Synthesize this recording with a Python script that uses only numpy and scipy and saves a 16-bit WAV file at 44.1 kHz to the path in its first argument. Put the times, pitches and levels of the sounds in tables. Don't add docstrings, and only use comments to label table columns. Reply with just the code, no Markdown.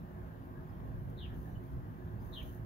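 import sys
import numpy as np
from scipy import signal
from scipy.fft import rfft, irfft
from scipy.io import wavfile
from scipy.ndimage import uniform_filter1d

SR = 44100
rng = np.random.default_rng(int(sys.argv[2]) if len(sys.argv) > 2 else 0)


def persist_wave(psi):
    counts = np.round(np.clip(psi, -1, 1) * 32767).astype(np.int16)
    wavfile.write(sys.argv[1], SR, np.atleast_2d(counts).T)


def ratio_of_db(decibels):
    return 10 ** (np.asarray(decibels, float) / 20)


N = 116865


def evened(x):
    return x / np.sqrt(np.mean(x ** 2) + 1e-20)


def read(points, hz):
    f, value = np.transpose(points)
    return np.interp(np.log(hz + 1), np.log(f + 1), value)


def shaped(x, gain):
    return irfft(rfft(x) * gain(np.fft.rfftfreq(N, 1 / SR)), N)


def add(mix, start_s, sound):
    part = mix[..., round(start_s * SR):][..., :sound.shape[-1]]
    part += sound[..., :part.shape[-1]]


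def drift(count, size):
    once = uniform_filter1d(rng.standard_normal(count), size)
    return evened(uniform_filter1d(once, size))


def opposed(lean_db):
    return ratio_of_db(lean_db / 2 * np.array([[1], [-1]]))


# (frequency [Hz], correlation [0-1])
PORT_LIKENESS = [(30, .25), (60, .62), (130, .92), (260, .87), (500, .45), (1000, .2), (1700, .2),
                 (3000, .05)]
# (frequency [Hz], left over right [dB])
PORT_LEAN = [(30, 4), (60, 0), (130, -4), (290, 1.4), (640, -9), (1410, 3.4), (3100, 5.5), (15000, 0)]
PORT_LAG_S = .00041


def wide(colour, patchy_db):
    frames, hz = N // 512 + 5, np.fft.rfftfreq(2048, 1 / SR)
    a, b, c, d, patches = rng.standard_normal((frames, 1025, 5)).T
    patches = uniform_filter1d(patches, size=14, axis=0)
    patches = evened(uniform_filter1d(patches, size=6, axis=1))
    same = np.clip(read(PORT_LIKENESS, hz), 0, 1)[:, None]
    right = a + 1j * b
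    left = same * right + np.sqrt(1 - same ** 2) * (c + 1j * d)
    left = left * np.exp(2j * np.pi * hz * PORT_LAG_S)[:, None]
    lean = ratio_of_db(read(PORT_LEAN, hz) / 2)[:, None]
    z = np.array([left * lean, right / lean]) * ratio_of_db(patchy_db * patches)
    noise = signal.istft(z, nperseg=2048, noverlap=1536)[1][:, :N]
    return shaped(noise, colour)


# (frequency [Hz], density [dB per Hz])
WASH = [(2400, -10), (3400, -14), (5200, -21.5), (6600, -21.5), (8300, -29), (10000, -23), (12000, -15.5),
        (15600, -14)]


def hiss():
    level_db, low_hz = -71.5, 2400
    return ratio_of_db(level_db) * evened(wide(lambda f: ratio_of_db(read(WASH, f)) * (f >= low_hz), patchy_db=1.6))


# (time [s], level [dB])
LOAD = [(0, -10), (.15, 0), (.4, 0), (.7, 0), (1.0, 1), (1.35, 0), (1.55, 0.5), (1.75, 0.5), (2.0, 0),
        (2.45, 0.72), (2.65, 0)]
# (frequency [Hz], density [dB per Hz])
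RUMBLE = [(22, -46), (45, -4.5), (180, -8.5), (300, -15.5), (500, -23), (1150, -28.5), (1350, -33.5),
          (2400, -43.5)]
# (centre [Hz], width [Hz], level [dB])
RESONANCES = [(60.4, 36, -53.5), (109, 9.3, -54), (135, 27, -59), (161, 8.3, -59), (261.7, 10, -62),
              (361.4, 18.6, -60.5), (638.6, 5, -72), (1696, 280, -70.5)]
# (order [multiple of shaft rate], level [dB])
MOTOR_ORDERS = [(8, -75.5), (11, -73), (12, -94.5), (13, -86.5), (14, -81.5), (15, -75.5), (16, -79.5),
                (17, -80), (18, -68.5), (23, -85.5), (25, -75), (26, -84.5), (27, -77.5), (32, -82.5)]


def drone():
    rumble_db, motor_hz, wander = -47.5, 59.36, 0.0009
    panel_follow, all_follow = 6.3, 0.22
    load_db = np.interp(np.arange(N) / SR, *np.transpose(LOAD))
    rumble = wide(lambda f: ratio_of_db(read(RUMBLE, f)) * (f < 2400) * (f > 15), patchy_db=1.7)
    out = ratio_of_db(rumble_db) * evened(rumble)

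    base = wide(np.ones_like, patchy_db=3.46)
    for hz, width_hz, db in RESONANCES:
        hump = evened(shaped(base, lambda f: 1 / (1 + ((f - hz) / width_hz * 2) ** 2)))
        out += ratio_of_db(db + panel_follow * load_db * (hz < 150)) * hump

    turns = np.cumsum(motor_hz * (1 + wander * drift(count=N, size=6000))) / SR
    for order, db in MOTOR_ORDERS:
        hz = order * motor_hz
        port_delay = np.array([[0], [hz * PORT_LAG_S]])
        phase = 2 * np.pi * (order * turns + 0.29 * rng.random() - port_delay)
        level = np.sqrt(2) * ratio_of_db(db + 2 * drift(count=N, size=3000))
        out += level * opposed(read(PORT_LEAN, hz)) * np.sin(phase)
    return out * ratio_of_db(all_follow * load_db)


# (time [s], level [dB])
FOOT_TAPS = [
    (.803, -47),
    (2.075, -52),
]
# (frequency [Hz], gain [dB])
FOOT_COLOUR = [(300, -23), (800, 14), (3500, -10.5), (6000, -35)]


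def knocks():
    decay_s = 0.0024
    out, t = np.zeros((2, N)), np.arange(600) / SR
    for start_s, db in FOOT_TAPS:
        add(out, start_s, ratio_of_db(db) * rng.standard_normal((2, 600)) * np.exp(-t / decay_s))
    return shaped(out, lambda f: ratio_of_db(read(FOOT_COLOUR, f)))


# (start [s], length [s], level [dB])
STIR_EVENTS = [
    (1.08, 0.17, -84.5),
    (1.332, 0.22, -71),
    (1.615, 0.15, -75),
    (2.195, 0.15, -68.5),
    (2.328, 0.11, -66),
    (2.423, .11, -63),
    (2.518, 0.082, -67),
]
# (time [s], peak [dB], left over right [dB])
TICK_EVENTS = [
    (1.1014, -55, -4),
    (1.2022, -63, 1.5),
    (1.3438, -61, -3.5),
    (1.364, -63, -3),
    (1.4042, -60, -3),
    (1.4306, -58, -4.5),
    (2.4294, -57, -2),
    (2.478, -58, -2),
    (2.535, -58, 0),
    (2.5481, -54, 4),
]
# (frequency [Hz], gain [dB])
DRY_COLOUR = [(4500, -14), (5500, -15.5), (6500, -5), (7300, -21), (8300, -27), (10000, -7.5),
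              (13000, -2.5), (15700, -2.5)]


def rustle():
    grains_per_s, spread_db = 2500, 3
    tick_decay_s, tick_db = .0008, 7
    stir, ticks = np.zeros(N), np.zeros((2, N))
    for start_s, length_s, db in STIR_EVENTS:
        u = np.arange(0, length_s, 1 / SR) / length_s
        add(stir, start_s, ratio_of_db(db) * np.interp(u, [0, 0.11, .7, 1], [0.3, 1, 1.0, 0.2]))

    size = ratio_of_db(spread_db * np.minimum(rng.exponential(1, N), 4))
    size = size * (rng.random(N) < grains_per_s / SR)
    size = uniform_filter1d(size, size=40) + 0.12
    grains = evened(shaped(size * rng.standard_normal((2, N)), lambda f: ratio_of_db(read(DRY_COLOUR, f))))

    t = np.arange(600) / SR
    for start_s, db, pan_db in TICK_EVENTS:
        snap = rng.standard_normal(600) * np.exp(-t / tick_decay_s)
        snap = snap / abs(snap).max()
        add(ticks, start_s, ratio_of_db(db + tick_db) * opposed(pan_db) * snap)
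    return stir * grains + shaped(ticks, lambda f: ratio_of_db(.7 * read(DRY_COLOUR, f)))


# (frequency [Hz], left over right [dB])
PEEP_LEAN = [(2400, 4.5), (3200, 1.5), (3900, 7)]


def yard(x):
    t60_s, tail_db = 0.26, -0.5
    slap_s, slap_width_s, slap_db = .1, 0.032, -20
    early_s, early_db = .02, -4
    t = np.arange(SR) / SR
    taps = np.zeros((2, SR))
    at = np.arange(100, SR - 20, 20) + rng.integers(0, 20, (2, (SR - 101) // 20))
    np.put_along_axis(taps, at, rng.choice([-1., 1.], at.shape), 1)
    response = taps * ratio_of_db(-60 * t / t60_s)
    response *= ratio_of_db(tail_db) / np.linalg.norm(response[0])
    slap = taps * np.exp(-((t - slap_s) / slap_width_s) ** 2)
    response += slap * ratio_of_db(slap_db) / np.linalg.norm(slap[0])
    for place in rng.random((7, 3)):
        arrival = (40 + early_s * SR * place[:2]).astype(int)
        response[[0, 1], arrival] += ratio_of_db(early_db - 6 * place[2])
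    response[:, 0] += 1
    wet = signal.fftconvolve(x[None], response, axes=1)[:, :N]
    return shaped(wet, lambda f: ratio_of_db(-6) * opposed(read(PEEP_LEAN, f)))


def chip(length_s, db, first_hz, last_hz):
    warble_hz = 90
    u = np.arange(0, length_s, 1 / SR) / length_s
    hz = first_hz + (last_hz - first_hz) * u + warble_hz * drift(count=6000, size=60)[:len(u)]
    return ratio_of_db(db) * 2 * np.sin(np.pi * u) * np.sin(2 * np.pi * np.cumsum(hz) / SR)


PEEP_PITCH = [(0, .97, .97), (.15, 1, 1), (.32, .96, .96), (.45, .845, .9), (.8, .79, .79), (1, .6, .6)]
# (share of the peep [0-1], level when stepped [dB], when even [dB])
PEEP_EFFORT = [(0, -22, -22), (.26, -4, -4), (.38, -11, -4), (.52, 0, -1), (.76, -4, 0), (.86, -12, -7),
               (1, -15, -13)]


def peep(length_s, db, top_hz, slide):
    rise_s, fall_s = .015, 0.002
    flutter_hz, flutter_drift, flutter_dip = 123.25, .2, 0.84
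    start_swing_hz, stepped_swing_hz, even_swing_hz = 300, 170, 320
    t = np.arange(0, length_s, 1 / SR)
    u, slide = t / length_s, np.clip(slide, 0, 1)

    def course(table):
        share, stepped, even = np.transpose(table)
        return (1 - slide) * np.interp(u, share, stepped) + slide * np.interp(u, share, even)

    rate_hz = flutter_hz * (1 + flutter_drift * drift(count=6000, size=150)[:len(t)])
    flutter = 2 * np.pi * np.cumsum(rate_hz) / SR
    late_swing_hz = stepped_swing_hz + slide * (even_swing_hz - stepped_swing_hz)
    swing_hz = np.interp(u, [.25, .5], [start_swing_hz, late_swing_hz])
    hz = top_hz * course(PEEP_PITCH) + swing_hz * np.sin(flutter)
    effort = ratio_of_db(db + course(PEEP_EFFORT)) * np.minimum(t / rise_s, 1)
    effort *= np.minimum((length_s - t) / fall_s, 1)
    effort *= 1 + flutter_dip * np.cos(flutter + .5)
    return np.sqrt(2) * effort * np.sin(2 * np.pi * np.cumsum(hz) / SR)


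# (start [s], length [s], level [dB], first pitch [Hz], slide [0 stepped - 1 even])
PEEP_EVENTS = [
    (1.163, .104, -52.5, 3916, 0.74),
    (2.315, .104, -47, 3888, 0.14),
]
# (start [s], length [s], level [dB], first pitch [Hz], last pitch [Hz])
CHIP_EVENTS = [
    (.685, .03, -91, 5050, 5200),
    (.71, .07, -88, 3220, 3180),
    (1.5, .04, -90, 5950, 5850),
    (1.548, .03, -75, 3030, 2980),
    (2.068, .03, -87, 3620, 3580),
    (2.19, .05, -90, 4800, 5050),
]


def scene():
    peeps, chips = np.zeros((2, N))
    for start_s, *row in PEEP_EVENTS:
        add(peeps, start_s, peep(*row))
    for start_s, *row in CHIP_EVENTS:
        add(chips, start_s, chip(*row))
    birds = yard(peeps + 0.9 * chips) + chips
    return birds + drone() + hiss() + rustle() + knocks()


def roll_off(x):
    return signal.sosfilt(signal.butter(12, 15700, fs=SR, output="sos"), x)


def record(dry):
    edge_hz = 15730
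    mix = shaped(dry, lambda f: f < edge_hz)
    return roll_off(mix)


dry = scene()
out = record(dry)
persist_wave(out)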